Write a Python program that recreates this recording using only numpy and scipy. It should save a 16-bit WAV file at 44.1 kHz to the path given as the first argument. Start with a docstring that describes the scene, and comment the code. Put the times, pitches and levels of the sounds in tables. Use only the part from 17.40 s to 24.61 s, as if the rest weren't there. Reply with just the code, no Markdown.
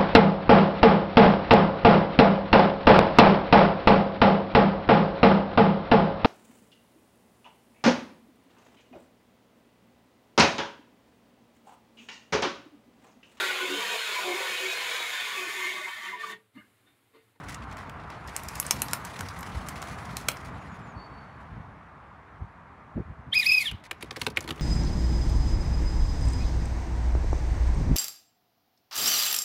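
"""Pigeons on a loft roof: sharp wing claps (sprays of tiny snaps plus cupped air) over a rush of feathers (noise).
Later claws scratch and thump the roof boards (snaps into damped resonances), with grainy feather brushes between.
A breathy squeak warbles close by (gliding tone, octave, hiss) and puffs of wind thud on the microphone (low noise).
A songbird whistles far away, over distant traffic (two noise bands) that fades and swells again at the end."""
import sys
import numpy as np
from scipy import signal
from scipy.fft import rfft, irfft, next_fast_len
from scipy.io import wavfile
from scipy.ndimage import uniform_filter1d, map_coordinates

SR = 44100
rng = np.random.default_rng(int(sys.argv[2]) if len(sys.argv) > 2 else 0)


def master(y):
    """Save y as 16-bit WAV."""
    cut = np.clip(np.atleast_2d(y).T, -1, 1)
    pcm = np.round(cut * 32767)  # scale
    wavfile.write(sys.argv[1], SR, pcm.astype(np.int16))


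N = 317961  # samples in the scene


def amp(db):
    """Decibels to linear gain."""
    return 10 ** (np.asarray(db) / 20)


def unit(x):
    """Scales x to an rms of 1."""
    return x / np.sqrt(np.mean(x ** 2) + 1e-20)


def along(points, hz):
    """Reads (frequency, value) points on a log frequency axis."""
    f, v = np.transpose(points)
    return np.interp(np.log(hz + 1), np.log(f + 1), v)


def curves(rows):
    """One value per sample for each column after the time."""
    s, *cols = np.transpose(rows)
    return [np.interp(np.arange(N) / SR, s, c) for c in cols]


def wobble(rate):
    """A smooth random curve with rate knots a second."""
    knots = rng.standard_normal(int(N * rate / SR) + 4)
    return map_coordinates(knots, [np.arange(N) * rate / SR])


def filtered(x, response):
    """Multiplies the spectrum of x by a complex response of frequency."""
    m = next_fast_len(len(x) + 4096)
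    return irfft(rfft(x, m) * response(np.fft.rfftfreq(m, 1 / SR)), m)[:len(x)]


def modes(table):
    """Causal response of damped resonances, summed with alternating sign."""
    def response(f):
        return sum((-1) ** k * amp(db) * 1j * f * width / (centre ** 2 - f ** 2 + 1j * f * width)
                   for k, (centre, width, db) in enumerate(table))
    return response


def causal(spectrum):
    """Minimum-phase impulse response with this spectrum shape, energy 1."""
    gain = amp(along(spectrum, np.fft.rfftfreq(2048, 1 / SR)))
    cep = irfft(np.log(gain + 1e-4))
    cep[1:1024] *= 2  # fold the cepstrum onto positive time
    cep[1025:] = 0
    h = irfft(np.exp(rfft(cep)))[:1024]
    return h / np.linalg.norm(h)


def tilted(x, tilt_db, hz=5000):
    """Raises or lowers the treble above hz."""
    treble = signal.sosfilt(signal.butter(2, hz, "high", fs=SR, output="sos"), x)
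    return x + (amp(tilt_db) - 1) * treble


def rush(spectrum, patchy_db):
    """Coloured noise of rms 1 with random gain in patches of time and frequency."""
    z = signal.stft(rng.standard_normal(N), nperseg=512)[2]
    field = uniform_filter1d(rng.standard_normal(z.shape), size=6, axis=0)
    field = uniform_filter1d(field, size=8, axis=1)
    patchy = signal.istft(z * amp(patchy_db * unit(field)), nperseg=512)[1][:N]
    return unit(filtered(patchy, lambda hz: amp(along(spectrum, hz))))


# each contact favours a random band of its own: middle [Hz], log spread, gain [dB], sharpness
RING_HZ, RING_SPREAD, RING_DB, RING_Q = 4500, 0.59, 5, 3.5


def bursts(events, low_db, length, spiky_db, tail_db, tail_t60):
    """Each contact sprays tiny snaps with a rustling tail; returns the spray and a copy to drive a low body."""
    high, low = np.zeros(N + SR), np.zeros(N + SR)
    t = np.arange(SR // 8) / SR
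    fall = amp(-60 * (t / length) ** 2) + amp(tail_db - 60 * t / tail_t60)
    shape = fall * (1 - np.exp(-t / 0.00034))
    for s, db, tilt_db in events:
        start = round(s * SR)
        snaps = rng.standard_normal(len(t)) * amp(spiky_db * rng.standard_normal(len(t)))
        # equal energy for every spray, so only the event level sets its strength
        spray = shape * snaps * np.linalg.norm(shape) / np.linalg.norm(shape * snaps)
        ring_hz = np.clip(RING_HZ * np.exp(RING_SPREAD * rng.standard_normal()), 1000, 12000)
        ring = signal.lfilter(*signal.iirpeak(ring_hz, RING_Q, SR), spray)
        high[start:][:len(t)] += tilted(amp(db) * (spray + amp(RING_DB) * ring), tilt_db)
        low[start:][:len(t)] += amp(low_db(s, db, tilt_db)) * spray
    return high[:N], low[:N]


# distant traffic: (time [s], rumble level [dB], tyre roar level [dB])
TRAFFIC_LEVELS = [(0.0, -42.5, -44), (.4, -44, -43), (0.84, -46, -44.5), (1.42, -39.5, -42),
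                  (1.7, -45.5, -43.5), (2.25, -41, -41.5), (2.75, -43, -43.5), (3.2, -43.5, -45),
                  (3.88, -49, -47.5), (4.48, -52, -50.5), (5.34, -53, -51.5), (6.1, -51.5, -52),
                  (6.45, -54.5, -53.5), (6.97, -46.5, -51.5), (7.21, -45, -47.5)]
# colour of the engines: (frequency [Hz], relative level [dB])
RUMBLE_COLOUR = [(15, -45), (25, -31.5), (49, 0.5), (162, -3), (295, -10), (339, -24), (399, -15.5),
                 (500, -18), (650, -41.5), (1100, -120)]
# colour of the tyres: (frequency [Hz], relative level [dB])
ROAR_COLOUR = [(180, -41), (300, -10), (486, -11.5), (565, -9.5), (656, -5.5), (1140, -2.5), (2170, -15),
               (3030, -26.5), (5250, -38.5), (10700, -48), (16000, -63.5)]


def traffic():
    """Far engines and tyres: two noise bands with wavering levels, the rumble quicker than the roar."""
    rumble_db, roar_db = curves(TRAFFIC_LEVELS)
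    rumble = amp(rumble_db + 1.7 * wobble(13)) * rush(RUMBLE_COLOUR, patchy_db=1.5)
    roar = amp(roar_db + 0.37 * wobble(5)) * rush(ROAR_COLOUR, patchy_db=1.0)
    return rumble + roar


# how long the echo lasts: (frequency [Hz], time to fall 60 dB [s])
YARD_DECAY = [(500, .3), (3000, .2), (7000, 0.071), (12000, 0.16)]


def yard(x):
    """Walls and fence answer with a diffuse tail; each frequency dies at its own speed."""
    hz, t, z = signal.stft(rng.standard_normal(SR // 2), SR, nperseg=256)
    fading = z * amp(-60 * t / along(YARD_DECAY, hz)[:, None])
    tail = signal.istft(fading, SR, nperseg=256)[1]
    return signal.fftconvolve(x, tail / np.linalg.norm(tail))[:N]


# songbird notes: (start [s], length [s], first pitch [Hz], last pitch [Hz], level before fade and flutter [dB])
SONG_NOTES = [(3.13, .07, 7700, 7200, -69), (3.188, .07, 6840, 6650, -66), (3.26, .07, 7550, 7050, -68.5),
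              (3.292, .09, 6850, 6650, -65), (3.396, 0.13, 7500, 6800, -67), (3.46, 0.082, 6850, 6400, -67),
              (3.548, .155, 4470, 4480, -55), (3.68, .21, 4470, 4480, -62.5),
              (3.865, 0.13, 4450, 4430, -71)]
# higher notes are less steady: (frequency [Hz], random wander [share of pitch])
NOTE_QUAVER = [(4500, 0.006), (6500, .015)]


def songbird():
    """Thin gliding sine whistles whose pitch quavers and whose level flutters."""
    out = np.zeros(N)
    for s, length, first_hz, last_hz, db in SONG_NOTES:
        n = round(length * SR)
        quaver = 1 + along(NOTE_QUAVER, first_hz) * wobble(198)[:n]
        hz = np.linspace(first_hz, last_hz, n) * quaver
        level = amp(db - np.linspace(0, 3.5, n)) * np.hanning(n) ** 0.42
        out[round(s * SR):][:n] += level * np.sin(2 * np.pi * np.cumsum(hz) / SR)
    return out * amp(2.6 * wobble(90))


# wind puffs: (time of the middle [s], level at the middle [dB], half-span [s])
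WIND_PUFFS = [(1.063, -37, .06), (2.173, -33, .1), (4.133, -36, .04), (4.183, -33, 0.056),
              (5.026, -33, .05), (5.578, -31, .0068), (5.589, -25, 0.059), (5.697, -35, .07),
              (5.794, -42, .03), (5.879, -40, .03), (6.34, -34, 0.05)]
# reach [Hz] at -35.5 dB, its growth [dB per dB of level], and the cycles per half-span added to it
EDDY_HZ, EDDY_GROWS, EDDY_CYCLES = 85, 1.0, 4.8


def puffs():
    """Low turbulence on the microphone; a stronger or shorter puff reaches higher."""
    out = np.zeros(N + SR)
    for s, db, length in WIND_PUFFS:
        n = round(2 * length * SR)
        reach_hz = EDDY_HZ * amp(EDDY_GROWS * (db + 35.5)) + EDDY_CYCLES / length

        def colour(hz):
            return hz ** 2 / (hz ** 2 + 55 ** 2) / (1 + (hz / reach_hz * 1.91) ** 3.1)
        eddy = unit(filtered(rng.standard_normal(n), colour))
        out[round(s * SR) - n // 2:][:n] += amp(db) * eddy * np.hanning(n) ** 2
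    return out[:N]


# the squeak, two arches that wobble at the top: (time [s], pitch [Hz], effort [dB])
SQUEAK_PATH = [(5.918, 1545, -53), (5.931, 1592, -25.5), (5.944, 2150, -31), (5.957, 2476, -20.5),
               (5.98, 2546, -17.5), (5.988, 2387, -29), (5.998, 2446, -17), (6.012, 2420, -30.5),
               (6.026, 2005, -30), (6.038, 1786, -31), (6.049, 1720, -45), (6.068, 2497, -17),
               (6.082, 2580, -24.5), (6.098, 2516, -15.5), (6.11, 2328, -22), (6.121, 2558, -17.5),
               (6.137, 2576, -22.5), (6.151, 2520, -17), (6.158, 2370, -31), (6.168, 2550, -23.5),
               (6.185, 2460, -18), (6.197, 2370, -33), (6.205, 2310, -29), (6.228, 2100, -30),
               (6.243, 1900, -53), (6.258, 1820, -29), (6.278, 1584, -31), (6.296, 1404, -35.5),
               (6.325, 1336, -60)]
# gain of the tone and its octave: (frequency [Hz], gain [dB])
THROAT_GAIN = [(1380, -31), (1570, -36), (1790, -5.5), (2150, 0.8), (2600, 0.4), (3000, 3), (3600, -0.2),
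               (4300, -9.5), (5100, -16)]
# upper partials show only near the top resonances: (frequency [Hz], level [dB])
OVERTONE_LEVELS = [(9200, -30), (10350, -5), (11100, -18), (11900, -1), (12800, -26.5)]
# resonances of the bright jet hiss: (centre [Hz], width [Hz], gain [dB])
BREATH_MODES = [(4740, 980, -3.5), (7400, 2000, -5.5), (10430, 500, 0.5), (11600, 1500, -8.5),
                (14500, 2500, -12.5)]
# resonances of the lower hiss: (centre [Hz], width [Hz], gain [dB])
CAVITY_MODES = [(2190, 190, 4.5), (3530, 660, 1)]
OCTAVE_GROWS = 1.44  # the octave swings wider than the tone [dB per dB of effort]
# hiss held between two times [s], rise over 30 dB [s], jet release [dB per s]
BREATH_S, ATTACK_S, RELEASE_DB_PER_S = (5.94, 6.265), 0.014, 702
# base hiss levels [dB]; at low pitch the cavity gains and the jet loses [dB]; the cavity's slow decay [s per 60 dB]
CAVITY_DB, JET_DB, EDGE_DB, JET_SAG_DB, CAVITY_T60 = -42, -41.5, 7, 3.5, 0.47


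def squeak():
    """An unsteady air jet: a tone with octave and faint rough overtones, plus hiss in fixed resonances."""
    hz, effort_db = uniform_filter1d(curves(SQUEAK_PATH), size=80, axis=1)
    t = np.arange(N) / SR
    opens, closes = BREATH_S
    onset_db = 30 * np.minimum(t - opens, 0) / ATTACK_S
    after = np.maximum(t - closes, 0)
    sunk = np.clip((2300 - hz) / 600, 0, 1)  # 1 where the pitch is low

    tone_db = effort_db + along(THROAT_GAIN, hz)
    octave_db = OCTAVE_GROWS * (effort_db + 25.5) - 23 + along(THROAT_GAIN, 2 * hz) + 1.5 * wobble(70)
    phase = 2 * np.pi * np.cumsum(hz * (1 + 0.007 * wobble(330))) / SR
    tone = amp(tone_db + 1.1 * wobble(320)) * np.sin(phase)
    tone += amp(octave_db + 3.1 * wobble(220)) * np.sin(2 * phase)
    sounding = (t > SQUEAK_PATH[0][0]) * (t < SQUEAK_PATH[-1][0])

    # the cavity drops 12 dB quickly at the close, on top of its slow decay
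    closing_db = -60 * after / CAVITY_T60 - 12 * np.minimum(after / .05, 1)
    cavity_db = CAVITY_DB + EDGE_DB * sunk + onset_db * .6 + closing_db
    cavity_hiss = unit(filtered(rng.standard_normal(N), modes(CAVITY_MODES)))
    cavity = amp(cavity_db + 2.9 * wobble(150)) * cavity_hiss

    upper = sum(amp(along(OVERTONE_LEVELS, k * hz) + 3.1 * wobble(150)) * np.sin(k * phase)
                for k in range(4, 8))
    edge_hz = 6900 + 1.95 * hz  # a narrow band of hiss that rises and falls with the tone
    edge = unit(wobble(600) * np.sin(2 * np.pi * np.cumsum(edge_hz) / SR))
    breath = unit(filtered(rng.standard_normal(N), modes(BREATH_MODES)))
    jet_db = JET_DB - JET_SAG_DB * sunk + 2.9 * wobble(60) + onset_db - RELEASE_DB_PER_S * after
    jet = amp(jet_db) * (amp(-1.5) * breath + amp(-2.5) * upper + amp(-6.0) * edge)
    return np.sqrt(2) * tone * sounding + cavity + jet


# claws and feet on the boards: (time [s], strength [dB], treble tilt [dB])
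FOOTFALLS = [(6.3125, -30, 6.5), (6.5109, -19.5, 3), (6.6255, -22.5, -5), (6.7082, -24, -21),
             (6.764, -25.5, 1), (6.815, -16.5, 3), (6.8274, -42, 6.5), (6.8655, -14.5, 2), (6.9009, -37, 9),
             (6.9624, -32, -9), (6.9712, -13.5, -1), (7.006, -34, 14), (7.0244, -39, 4.5),
             (7.0408, -35.5, 5), (7.0767, -24.5, -12), (7.088, -26, -0.6), (7.0976, -41, 11),
             (7.1062, -20, 3), (7.1584, -41, 5), (7.1767, -40, -2.5), (7.1947, -36, -8)]
# colour of the claw scratch: (frequency [Hz], relative level [dB])
CLAW_COLOUR = [(410, -26), (700, -3.5), (2220, 0), (4430, -9), (4920, -11.5), (5540, -15), (10900, -17),
               (15000, -27), (16000, -31.5)]
# resonances of the roof board, lowest first: (centre [Hz], width [Hz], gain [dB])
BOARD_MODES = [(108, 73, 0.5), (170, 29, -4), (276, 190, -2.5), (493, 180, 0.5), (910, 450, -7),
               (1490, 170, -21)]
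STEP_S = 0.015  # the spray falls 60 dB in this time, apart from its tail
# tread drive [dB] of a -24.5 dB step from 6.78 s on, its growth [dB per dB], and its rise before 6.78 s
THUMP_DB, THUMP_GROWS, HEAVIER_DB_PER_S = -43, 0.59, 23


def steps():
    """Claws scratch, and the board thumps just after, then springs back with its lowest modes."""
    def thump_db(s, db, tilt_db):
        return THUMP_DB + HEAVIER_DB_PER_S * min(s - 6.78, 0) + THUMP_GROWS * (db + 24.5)
    scratch, tread = bursts(FOOTFALLS, thump_db, STEP_S, spiky_db=7.0, tail_db=-12.5, tail_t60=0.037)
    claws = amp(-10.5) * signal.fftconvolve(scratch, causal(CLAW_COLOUR))[:N]
    thump = amp(24.5) * filtered(np.roll(tread, round(.005 * SR)), modes(BOARD_MODES))
    spring_back = amp(22) * filtered(np.roll(tread, round(.017 * SR)), modes(BOARD_MODES[:3]))
    return claws + thump + spring_back


# feathers brushing past each other or the boards: (start [s], length [s], starting level [dB], treble tilt [dB])
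FEATHER_BRUSHES = [(0.033, 0.022, -50, 7.5), (0.079, .085, -42.5, 6), (0.218, 0.034, -49, -11),
                   (.31, 0.038, -49, -4), (0.376, 0.075, -46.5, 2), (0.595, 0.038, -54, -14),
                   (.635, .02, -54, -5), (0.694, 0.088, -49, -17), (0.878, 0.044, -48, -2),
                   (1.697, .03, -51, 8), (1.758, 0.019, -40, 2), (2.12, 0.033, -51, -6),
                   (2.26, .045, -50, 11), (2.355, 0.039, -40.5, 3.5), (2.433, 0.033, -53, 12),
                   (2.469, 0.037, -44.5, 6), (2.584, 0.035, -44.5, 3), (2.686, .035, -45.5, -4),
                   (2.773, 0.066, -47, 10.5), (3.042, 0.06, -49, 5), (3.345, 0.035, -54, 4),
                   (3.39, .02, -57, 2), (4.001, .042, -61, 0.5), (6.437, 0.043, -46.5, 3.5),
                   (6.607, .038, -45, 3), (6.64, 0.055, -56, -1), (6.725, .057, -61, 7),
                   (6.76, 0.022, -44, -9), (6.791, 0.082, -49, 10.5), (6.978, 0.11, -53, 5),
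                   (7.075, .038, -50, 0), (7.126, .13, -60, 8)]
# colour of feathers, for the brushes and the wing rush: (frequency [Hz], relative level [dB])
FEATHER_COLOUR = [(880, -34), (1500, -6.5), (2000, -2.5), (3030, -10), (3690, -11), (9470, -26),
                  (10700, -23), (12200, -35.5), (16000, -34.5)]


def brushes():
    """Feather contact as short swishes of grainy noise that start abruptly."""
    envelope, bright = np.zeros(N + SR), np.zeros(N + SR)
    for s, length, db, tilt_db in FEATHER_BRUSHES:
        start = round(s * SR)
        u = np.linspace(0, 1, round(length * SR))
        fades = np.minimum(1, np.minimum(12 * u, 4 * (1 - u)))
        envelope[start:][:len(u)] += amp(db - 8.0 * u) * fades
        bright[start:][:len(u)] = tilt_db
    grains = unit(rng.standard_normal(N) * amp(4.0 * wobble(600) + 0.65 * wobble(120)))
    swishes = signal.fftconvolve(envelope[:N] * grains, causal(FEATHER_COLOUR))[:N]
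    return tilted(swishes, bright[:N])


# air through feathers, in flight and later as the birds shuffle: (time [s], level before the tilt [dB])
FLIGHT_LEVELS = [(0.0, -54), (0.61, -65), (0.84, -59), (0.97, -48), (1.37, -45), (1.7, -49.5),
                 (2.04, -50.5), (2.9, -50.5), (3.0, -52), (3.15, -59), (3.6, -69.5), (4.2, -72.5),
                 (4.6, -84.5), (6.4, -85), (6.53, -65), (6.7, -64.5), (6.85, -62), (7.21, -62)]
RUSH_TILT_DB, RUSH_BRIGHTENS = 4.5, .6  # treble tilt [dB] at -51.5 dB, and its rise [dB per dB of level]


def wing_rush():
    """Air through the feathers of several birds: fluttering, crackling noise, brighter when louder."""
    level_db, = curves(FLIGHT_LEVELS)
    tilt_db = RUSH_TILT_DB + RUSH_BRIGHTENS * np.maximum(level_db + 51.5, -26)
    crackle = amp(1.2 * wobble(22.13) + 2.5 * wobble(90) + 1.3 * wobble(900))
    feathers = unit(crackle * rush(FEATHER_COLOUR, patchy_db=2.0))
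    return amp(level_db) * tilted(feathers, tilt_db)


# wing claps: (time [s], strength [dB], treble tilt [dB])
WING_CLAPS = [(0.0851, -36, -11), (0.1445, -27, -10), (0.313, -43, -6), (0.3247, -40, -8),
              (0.3693, -32.5, -2), (0.4957, -50, -19), (0.7017, -42.5, -12), (0.8749, -34.5, 3),
              (0.8918, -38, -1), (0.9641, -16.5, 3.5), (1.0344, -29.5, 2), (1.0848, -27, 9.5),
              (1.155, -27, 7.5), (1.199, -16.5, 9), (1.2275, -29, -10), (1.265, -23.5, 3),
              (1.3088, -4, 3.5), (1.4186, -9, 1), (1.484, -24.5, -3), (1.511, -30, -1), (1.5323, -9, 5.5),
              (1.6496, -25.5, 6), (1.79, -31.5, -17), (1.8067, -18, -2), (1.886, -26.5, -4),
              (1.9898, -35, 3), (2.0082, -34.5, 3), (2.0285, -39.5, -20), (2.0721, -38, -11),
              (2.2859, -22.5, 6), (2.4188, -29, -1), (2.4245, -38, -20.5), (2.6533, -38, -1.5),
              (2.7673, -17.5, 4), (2.885, -4.5, 1), (2.9158, -25, -6), (2.9694, -36, -10)]
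# colour of the crack: (frequency [Hz], relative level [dB])
CLAP_COLOUR = [(180, -42), (300, -9), (1400, 1.5), (1720, -5), (2320, 0.5), (3590, -8.5), (5100, -4),
               (8160, -4), (14900, -11.5), (16500, -32.5)]
CLAP_S = 0.0097  # the spray falls 60 dB in this time, apart from its tail
# cupped-air drive [dB] of an untilted -27 dB clap, growth [dB per dB], and gain in duller claps [dB per dB of tilt]
CUP_DB, CUP_GROWS, CUP_DULL = -38, .4, 1.28


def wing_claps():
    """Wing tips meet in a crack of tiny snaps and squeeze air from between the wings."""
    def cup_db(s, db, tilt_db):
        return CUP_DB + CUP_GROWS * (db + 27) - CUP_DULL * tilt_db
    crack, body = bursts(WING_CLAPS, cup_db, CLAP_S, spiky_db=12.0, tail_db=-19, tail_t60=0.035)
    cupped = filtered(body, modes([(1300, 1200, -6.5)]))  # one broad, low resonance
    return amp(-12.0) * signal.fftconvolve(crack, causal(CLAP_COLOUR))[:N] + cupped


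def scene():
    """Sums every layer and the yard's echoes of claps, feet, squeak and songbird."""
    bird, call, feet, claps = songbird(), squeak(), steps(), wing_claps()
    echoes = amp(-4.5) * yard(bird) + amp(-10.5) * yard(call)
    echoes += amp(-19.5) * yard(feet) + amp(-8.5) * yard(claps)
    background = traffic() + bird + puffs() + echoes
    birds = call + feet + brushes() + wing_rush() + claps
    return (background + birds)[None]


# tone balance of the whole mix: (frequency [Hz], gain [dB])
TONE_BALANCE = [(20, -35.5), (45, -6), (60, 0), (15700, -1), (15900, -22)]
TOP_HZ = 16800  # band limit


def record(dry):
    """Tone balance of the whole: little deep bass, hardly anything above 15.8 kHz, nothing from TOP_HZ up."""
    return filtered(dry[0], lambda hz: amp(along(TONE_BALANCE, hz)) * (hz < TOP_HZ))[None]


dry = scene()
out = record(dry)
master(out)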